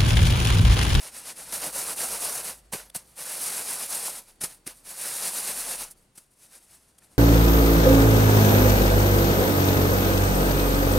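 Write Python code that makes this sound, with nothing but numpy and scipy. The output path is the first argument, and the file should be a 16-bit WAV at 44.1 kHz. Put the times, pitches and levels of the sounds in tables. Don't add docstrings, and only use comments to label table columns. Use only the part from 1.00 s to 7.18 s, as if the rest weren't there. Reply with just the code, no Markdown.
import sys
import numpy as np
from scipy import signal
from scipy.fft import rfft, irfft, next_fast_len
from scipy.io import wavfile
from scipy.ndimage import uniform_filter1d, map_coordinates

SR = 44100
rng = np.random.default_rng(int(sys.argv[2]) if len(sys.argv) > 2 else 0)


def unload_audio(sound):
    columns = np.transpose(np.atleast_2d(sound))
    steps = np.round(np.clip(columns, -1, 1) * 32767)
    wavfile.write(sys.argv[1], SR, steps.astype(np.int16))


def makeup_ratio(level_db):
    decades = np.asarray(level_db, float) / 20
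    return 10 ** decades


N = 272538


def unit(x):
    return x / np.sqrt(np.mean(x ** 2) + 1e-20)


def along(points, hz):
    f, v = np.transpose(points)
    return np.interp(np.log(hz + 1), np.log(f + 1), v)


def curves(rows):
    s, *cols = np.transpose(rows)
    return [np.interp(np.arange(N) / SR, s, c) for c in cols]


def wobble(rate):
    knots = rng.standard_normal(int(N * rate / SR) + 4)
    return map_coordinates(knots, [np.arange(N) * rate / SR])


def filtered(x, response, keep_power=True):
    m = next_fast_len(N + SR // 4)
    gain = response(np.fft.rfftfreq(m, 1 / SR))
    if keep_power:
        gain = gain / np.sqrt(np.mean(np.abs(gain) ** 2, -1, keepdims=True))
    return irfft(rfft(x, m) * gain, m)[..., :N]


def patches(x, size, bins, frames, gain):
    z = signal.stft(x, nperseg=size)[2]
    field = rng.standard_normal(z.shape)
    field = uniform_filter1d(field, size=bins, axis=0)
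    field = uniform_filter1d(field, size=frames, axis=1)
    return signal.istft(z * gain(unit(field)), nperseg=size)[1][:N]


def grains(per_s, spread_db, clump_db, clump_rate, ring_db):
    when, sign, size = rng.random((3, int(per_s * N / SR)))
    strength = np.sign(sign - .5) * makeup_ratio(-spread_db * np.log(1 - .98 * size))
    hits = np.bincount((when * N).astype(int), strength, N)
    hits = hits * makeup_ratio(clump_db * wobble(clump_rate))
    return unit(patches(hits, size=2048, bins=2, frames=2, gain=lambda field: makeup_ratio(ring_db * field)))


def load():
    sand, bowl, grit = flows()
    return sand_hiss(sand) + grit_scratch(grit) + makeup_ratio(-0.48) * bowl_drum(bowl) + makeup_ratio(-8) * tumbling(bowl)


def sand_hiss(flow):
    # (frequency [Hz], density [dB per Hz])
    sand_colour = [(2650, -31.5), (4500, -11), (7000, -7.5), (8990, 0), (10100, 0.5), (14100, -10.5),
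                   (15600, -18)]
    return filtered(flow * grains(50000, 2.4, 1.1, 150, 2.1), lambda hz: makeup_ratio(along(sand_colour, hz)))


def grit_scratch(flow):
    # (frequency [Hz], density [dB per Hz])
    grit_colour = [(820, -23), (1500, -1.5), (2800, -1.5), (3120, -5), (3890, -2), (5200, -2.5),
                   (6760, -3.5), (11400, -120)]
    return filtered(flow * grains(20000, 2.6, 0.99, 60, 1.6), lambda hz: makeup_ratio(along(grit_colour, hz)))


def bowl_drum(flow):
    # (centre [Hz], width [Hz], level [dB])
    bowl_modes = [(170, 76, -7.5), (266, 174, -7.5), (512, 192, -1.5), (800, 307, -1), (1033, 270, -1.5),
                  (1400, 254, -5.5)]

    def response(f):
        total = 0
        for k, (centre, width, db) in enumerate(bowl_modes):
            total = total + (-1) ** k * makeup_ratio(db) * 1j * f * width / (centre * centre - f * f + 1j * f * width)
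        return total / (1 + (f / 1900) ** 4)

    return filtered(flow * grains(9000, 1.8, 0.92, 30, 1.4), response)


def tumbling(flow, count=1500):
    when, tone, size = rng.random((count, 3)).T[:, :, None]
    step = np.arange(400)
    hz = 900 * 6 ** tone
    cycles = step * hz / SR
    decay = makeup_ratio(-4 * np.log(1 - .97 * size) - 60 * cycles / 11)
    rings = decay * np.minimum(cycles, 1) * np.sin(2 * np.pi * cycles)
    start = (when * N).astype(int)
    place = (start + step).ravel()
    steady = np.bincount(place, rings.ravel())
    return np.bincount(place, (flow[start] * rings).ravel(), N)[:N] / np.std(steady)


def flows():
    return np.sqrt(shaking() + jolts() + trickles())


def shaking():
    # (time [s], flow left at the reversal [dB], flow in the stroke that follows [dB])
    opening = [
        (-0.12, -44, -35),
        (-0.01, -42.5, -39),
        (0.111, -53, -39.5),
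        (0.229, -46, -37),
        (0.343, -53, -40),
        (0.456, -44.5, -41),
        (0.57, -45, -50),
    ]
    first = [
        (0.49, -24, -30.5),
        (0.592, -38, -32),
        (0.716, -44.5, -29.5),
        (0.85, -34, -30.5),
        (0.954, -43.5, -28),
        (1.085, -33, -30.5),
        (1.19, -37.5, -28.5),
        (1.315, -33, -31.5),
        (1.425, -40.5, -33),
        (1.528, -42, -54),
    ]
    second = [
        (2.155, -63, -36),
        (2.265, -36.5, -34),
        (2.39, -36, -29.5),
        (2.52, -32.5, -31),
        (2.639, -37.5, -30.5),
        (2.772, -35.5, -32),
        (2.873, -40.5, -29.5),
        (3.01, -34, -31.5),
        (3.117, -38.5, -37.5),
        (3.213, -50, -43),
    ]
    third = [
        (3.835, -62.5, -39),
        (3.958, -43.5, -33),
        (4.085, -33.5, -32),
        (4.19, -32.5, -29),
        (4.316, -36, -29),
        (4.42, -33.5, -30),
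        (4.54, -36, -31),
        (4.64, -35.5, -32),
        (4.765, -38, -33.5),
        (4.857, -44, -39),
    ]
    far = [
        (5.372, -66, -52),
        (5.482, -61.5, -48),
        (5.597, -60.5, -57.5),
        (5.665, -61.5, -53),
        (5.785, -61, -60),
    ]
    peakedness = [1.8, 1.2, 1.2, 1.2, 1.5]
    # (heard from [s], heard to [s], bowl re hiss [dB], grit re hiss [dB],
    # lateness of the fastest slide [0-1])
    rattle = [
        (0, .5235, -12.5, -8.5, .52),
        (.5235, 1.7, -11, -10, 0.49),
        (2, 3.4, -13.5, -10, 0.54),
        (3.7, 4.938, -14, -10, 0.58),
        (5.2, 5.95, -14.5, -10, 0.61),
    ]
    bouts = zip([opening, first, second, third, far], peakedness, rattle)
    return sum(bout(turns, fullness, *settings) for turns, fullness, settings in bouts)


def bout(turns, fullness, start, end, bowl_db, grit_db, late):
    back_bowl_db, back_grit_db = 1, 1
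    back_later = 0.025
    coarse_evenness = 0.17
    settle_db_per_s = 295
    t = np.arange(N) / SR
    s, lull_db, stroke_db = np.transpose(turns)
    place = np.interp(t, s, np.arange(len(s)))
    stroke = place.astype(int)
    back = stroke % 2
    peak = np.clip(late + back_later * back, .2, .8)
    warp = np.log(.5) / np.log(peak)
    speed = np.sin(np.pi * (place - stroke) ** warp) ** fullness
    outside = np.maximum(t - s[-1], 0) + np.maximum(s[0] - t, 0)
    carried = makeup_ratio(np.interp(t, s, lull_db) - settle_db_per_s * outside)
    flow = carried + np.maximum(makeup_ratio(stroke_db[stroke]) - carried, 0) * speed
    even_db = coarse_evenness * (stroke_db[:-1].mean() - stroke_db[np.minimum(stroke, len(s) - 2)])
    bowl_db = bowl_db + back_bowl_db * back + even_db
    grit_db = grit_db + back_grit_db * back + even_db / 2
    heard = (t >= start) & (t < end)
    return heard * (flow * makeup_ratio([0 * back, bowl_db, grit_db])) ** 2


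def jolts():
    # (time [s], hiss [dB], fall [ms], coarse bits [dB])
    jumps = [(1.7274, -33, 47, 1), (1.734, -31, 11, 4.5), (1.901, -49, 3, -1), (1.9505, -32.5, 18, 0),
             (1.962, -28.5, 6, -4), (3.413, -32, 37, -1), (3.439, -28, 15, -0.5), (3.668, -38, 10, 4),
             (3.675, -35.5, 6.4, 1.5), (5.157, -54.5, 20, 0), (5.18, -43, 9, -0.5), (5.986, -50, 5, -7)]
    rise_ms = 3.1
    rows = [(s, db, rise_ms, fall_ms, coarse_db) for s, db, fall_ms, coarse_db in jumps]
    return swells(rows, bowl_db=-13, grit_db=-9)


def trickles():
    # (time [s], hiss [dB], half width [ms], coarse bits [dB])
    slumps = [(0.632, -41, 20, 9), (1.585, -54.5, 15.6, -3), (1.655, -66, 10, 0), (1.8, -47.5, 31, 5),
              (1.86, -58, 20, 6), (1.99, -50.5, 28, 2.5), (2.09, -59, 80, -1), (3.288, -53, 29, 2.5),
              (3.36, -68, 10, 0), (3.51, -47.5, 37, 1), (3.55, -55, 12, -6), (3.698, -42.5, 23, 2),
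              (3.774, -54.5, 35, -2), (4.062, -34, 12, 0), (4.82, -45, 25, 9), (4.88, -51, 15, 2),
              (4.913, -44.5, 10.8, -8), (4.98, -62, 17, -8), (5.023, -66, 34, -14), (5.205, -59.5, 43, -1),
              (5.325, -65, 25, -6), (5.83, -62.5, 40, 1), (5.89, -63, 24, -1), (5.95, -68, 40, -1),
              (6.04, -57.5, 29, 0), (6.127, -58.5, 29, 0.5)]
    rise_over_fall = 0.77
    rows = [(s, db, rise_over_fall * ms, ms, coarse_db) for s, db, ms, coarse_db in slumps]
    return swells(rows, bowl_db=-12.5, grit_db=-9)


def swells(rows, bowl_db, grit_db):
    power = np.zeros((3, N))
    for s, db, rise_ms, fall_ms, coarse_db in rows:
        near = np.arange(max(int((s - .4) * SR), 0), min(int((s + .4) * SR), N))
        late_ms = 1000 * (near / SR - s)
        distance = np.where(late_ms < 0, -late_ms / max(rise_ms, 1), late_ms / max(fall_ms, 1))
        swell_db = db - 6 * distance ** 1.5
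        power[:, near] += makeup_ratio(swell_db + [[0], [bowl_db + coarse_db], [grit_db + coarse_db]]) ** 2
    return power


def ringing(rows, gain_db=0, onset_s=None):
    out, t = np.zeros(N + SR), np.arange(SR // 5) / SR
    for s, db, hz, t60 in rows:
        tone = makeup_ratio(db + gain_db - 60 * t / t60) * np.sin(2 * np.pi * hz * t)
        if onset_s:
            tone = tone * (1 - np.exp(-t / onset_s))
        out[round(s * SR):][:len(t)] += tone
    return out[:N]


def slaps():
    # (time [s], peak [dB], frequency [Hz], t60 [s])
    hand = [(1.733, -31, 201, 0.039), (1.747, -29.5, 420, 0.028), (1.751, -36, 150, 0.026),
            (1.95, -46, 330, .03), (1.961, -35, 177, 0.032), (3.412, -44, 170, 0.027),
            (3.424, -42, 211, 0.033), (3.436, -33.5, 170, 0.034), (3.435, -35.5, 373, 0.028),
            (3.666, -38, 188, .035), (3.675, -35, 330, 0.023), (5.177, -50, 190, .035),
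            (5.178, -53, 330, 0.033)]
    return ringing(hand, gain_db=4, onset_s=0.0015)


def pebbles():
    # (time [s], peak [dB], frequency [Hz], t60 [s])
    stones = [(.917, -30, 10400, .004), (1.8, -39, 1500, 0.018), (2.192, -35, 9160, .004),
              (2.48, -26, 8800, .004), (2.487, -30, 10000, .005), (3.417, -16, 9800, .004),
              (3.676, -18, 9700, 0.0037), (6.021, -59, 1795, .05), (6.021, -64, 1400, .04),
              (6.022, -61, 2600, .03), (6.031, -52, 9500, .006), (6.12, -66, 303, 0.6)]
    return ringing(stones)


def rim_rattle():
    # (time [s], peak [dB], frequency [Hz], t60 [s])
    cane = [(1.725, -32.5, 850, 0.032), (1.733, -33, 970, .025), (1.747, -38, 520, 0.033),
            (1.9005, -44, 3550, 0.015), (1.9005, -47, 4900, .01), (1.9005, -37, 10380, .008),
            (3.413, -37, 1810, .015), (3.436, -38, 800, 0.018), (3.447, -39, 934, .03),
            (3.676, -36, 1990, 0.012), (5.156, -48, 9500, .008), (5.177, -41, 8540, .01),
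            (5.18, -57, 800, .02), (5.985, -53, 3300, .012)]
    return ringing(cane)


def squeak():
    # (from [s], to [s], frequency [Hz], level [dB])
    start, end, hz, db = (1.868, 1.9, 11600, -60)
    out, n = np.zeros(N), int((end - start) * SR)
    tone = np.sin(2 * np.pi * hz * np.arange(n) / SR)
    out[round(start * SR):][:n] = makeup_ratio(db) * np.hanning(n) ** .5 * tone
    return out


def strays():
    # (time [s], level [dB], length [s])
    side_knocks = [
        (1.799, -53, 0.028),
        (2.548, -51, 0.029),
        (4.496, -52, 0.037),
    ]
    # (frequency [Hz], density [dB per Hz])
    knock_colour = [(200, -30), (500, -4), (2000, 0), (3500, -7), (5000, -40)]
    t = np.arange(N) / SR
    puffs = sum(makeup_ratio(db - 6 * ((t - s) / length * 2) ** 2) for s, db, length in side_knocks)
    return puffs * unit(filtered(rng.standard_normal(N), lambda hz: makeup_ratio(along(knock_colour, hz))))


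def wind():
    # (time [s], rumble [dB], centre [Hz])
    gusts = [(0.05, -69, 48.6), (0.42, -72, 47.6), (0.55, -63, 48), (0.98, -64, 51.2), (1.77, -62.5, 51.8),
             (2.35, -76, 49), (2.95, -72, 47.8), (3.2, -68, 35), (3.84, -66, 34.2), (4.15, -75, 35),
             (4.28, -66, 38), (4.87, -60, 32.9), (5.03, -76, 33.8), (5.5, -78, 36), (5.75, -70, 56),
             (6.18, -79, 54.3)]
    db, hz = curves(gusts)
    phase = 2 * np.pi * np.cumsum(hz + 7 * wobble(25)) / SR
    return makeup_ratio(db + 2.0 * wobble(17)) * np.sqrt(2) * np.sin(phase)


def insect():
    # (time [s], level [dB])
    trill = [(0, -82), (4.9, -78), (5.15, -89), (6.18, -86)]
    db, = curves(trill)
    band = filtered(rng.standard_normal(N), lambda hz: np.exp(-((hz - 4500) / 120) ** 2))
    return makeup_ratio(db) * unit(band) * makeup_ratio([[1.5], [-4]])


def yard():
    # (frequency [Hz], density [dB per Hz])
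    hush_colour = [(22, -8.5), (156, -2.5), (800, -12), (1300, -15), (6240, -23), (9100, -18), (11500, -28),
                   (15600, -37)]
    # (time [s], level [dB])
    hush_level = [(0, -61.5), (4.9, -63.5), (5.3, -69), (6.18, -66)]
    # (frequency [Hz], correlation [-1 to 1])
    likeness = [(60, 0.98), (130, 1), (290, 0.84), (640, 0.5), (1410, 0.31), (3100, 0.47), (6820, 0.73),
                (15000, 0.95)]

    def response(hz):
        turn = np.arccos(np.clip(along(likeness, hz), -1, 1)) / 2
        return makeup_ratio(along(hush_colour, hz)) * [np.cos(turn), np.sin(turn)]

    air = rng.standard_normal((2, N)) * makeup_ratio(1.4 * wobble(7))
    mid, side = filtered(air, response, False)
    return makeup_ratio(curves(hush_level)[0]) * unit(np.array([mid + side, mid - side]))


def scene():
    # (time [s], extra scatter [dB], left-right lean [dB], dullness [0-1])
    distance = [(0, 6, -0.5, 0.4), (.5, -2, 1, 0.4), (.53, 0.5, -0.5, 0.08), (4.92, 5, 0, 0.08),
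                (5.2, 6, 1.2, 0.24), (6.18, 9, 0.7, 0.5)]
    # (frequency [Hz], level [dB])
    spread = [(60, -45), (250, -26), (1000, -33), (4000, -27), (6500, -27.5), (8500, -27.5), (10500, -36),
              (15000, -35)]
    scatter_db, lean_db, dull = curves(distance)
    basket = load() + slaps() + pebbles() + rim_rattle() + squeak()
    treble = filtered(basket, lambda hz: 1 / (1 + (11500 / (hz + 1)) ** 8), False)
    basket = basket - np.clip(dull, 0, 1) * treble
    aside = patches(basket, size=512, bins=8, frames=5, gain=lambda field: field)
    aside = makeup_ratio(scatter_db) * filtered(aside, lambda hz: makeup_ratio(along(spread, hz)), False) + strays()
    ports = np.array([basket + aside, basket - aside]) + yard() + insect()
    return ports * makeup_ratio([lean_db / 2, -lean_db / 2]) + wind()


def low_pass(x):
    return signal.sosfilt(signal.butter(12, 16360, fs=SR, output="sos"), x)


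def record(dry):
    top_hz = 15890
    mix = filtered(dry, lambda hz: 1. * (hz < top_hz), False)
    return low_pass(mix)


dry = scene()
out = record(dry)
unload_audio(out)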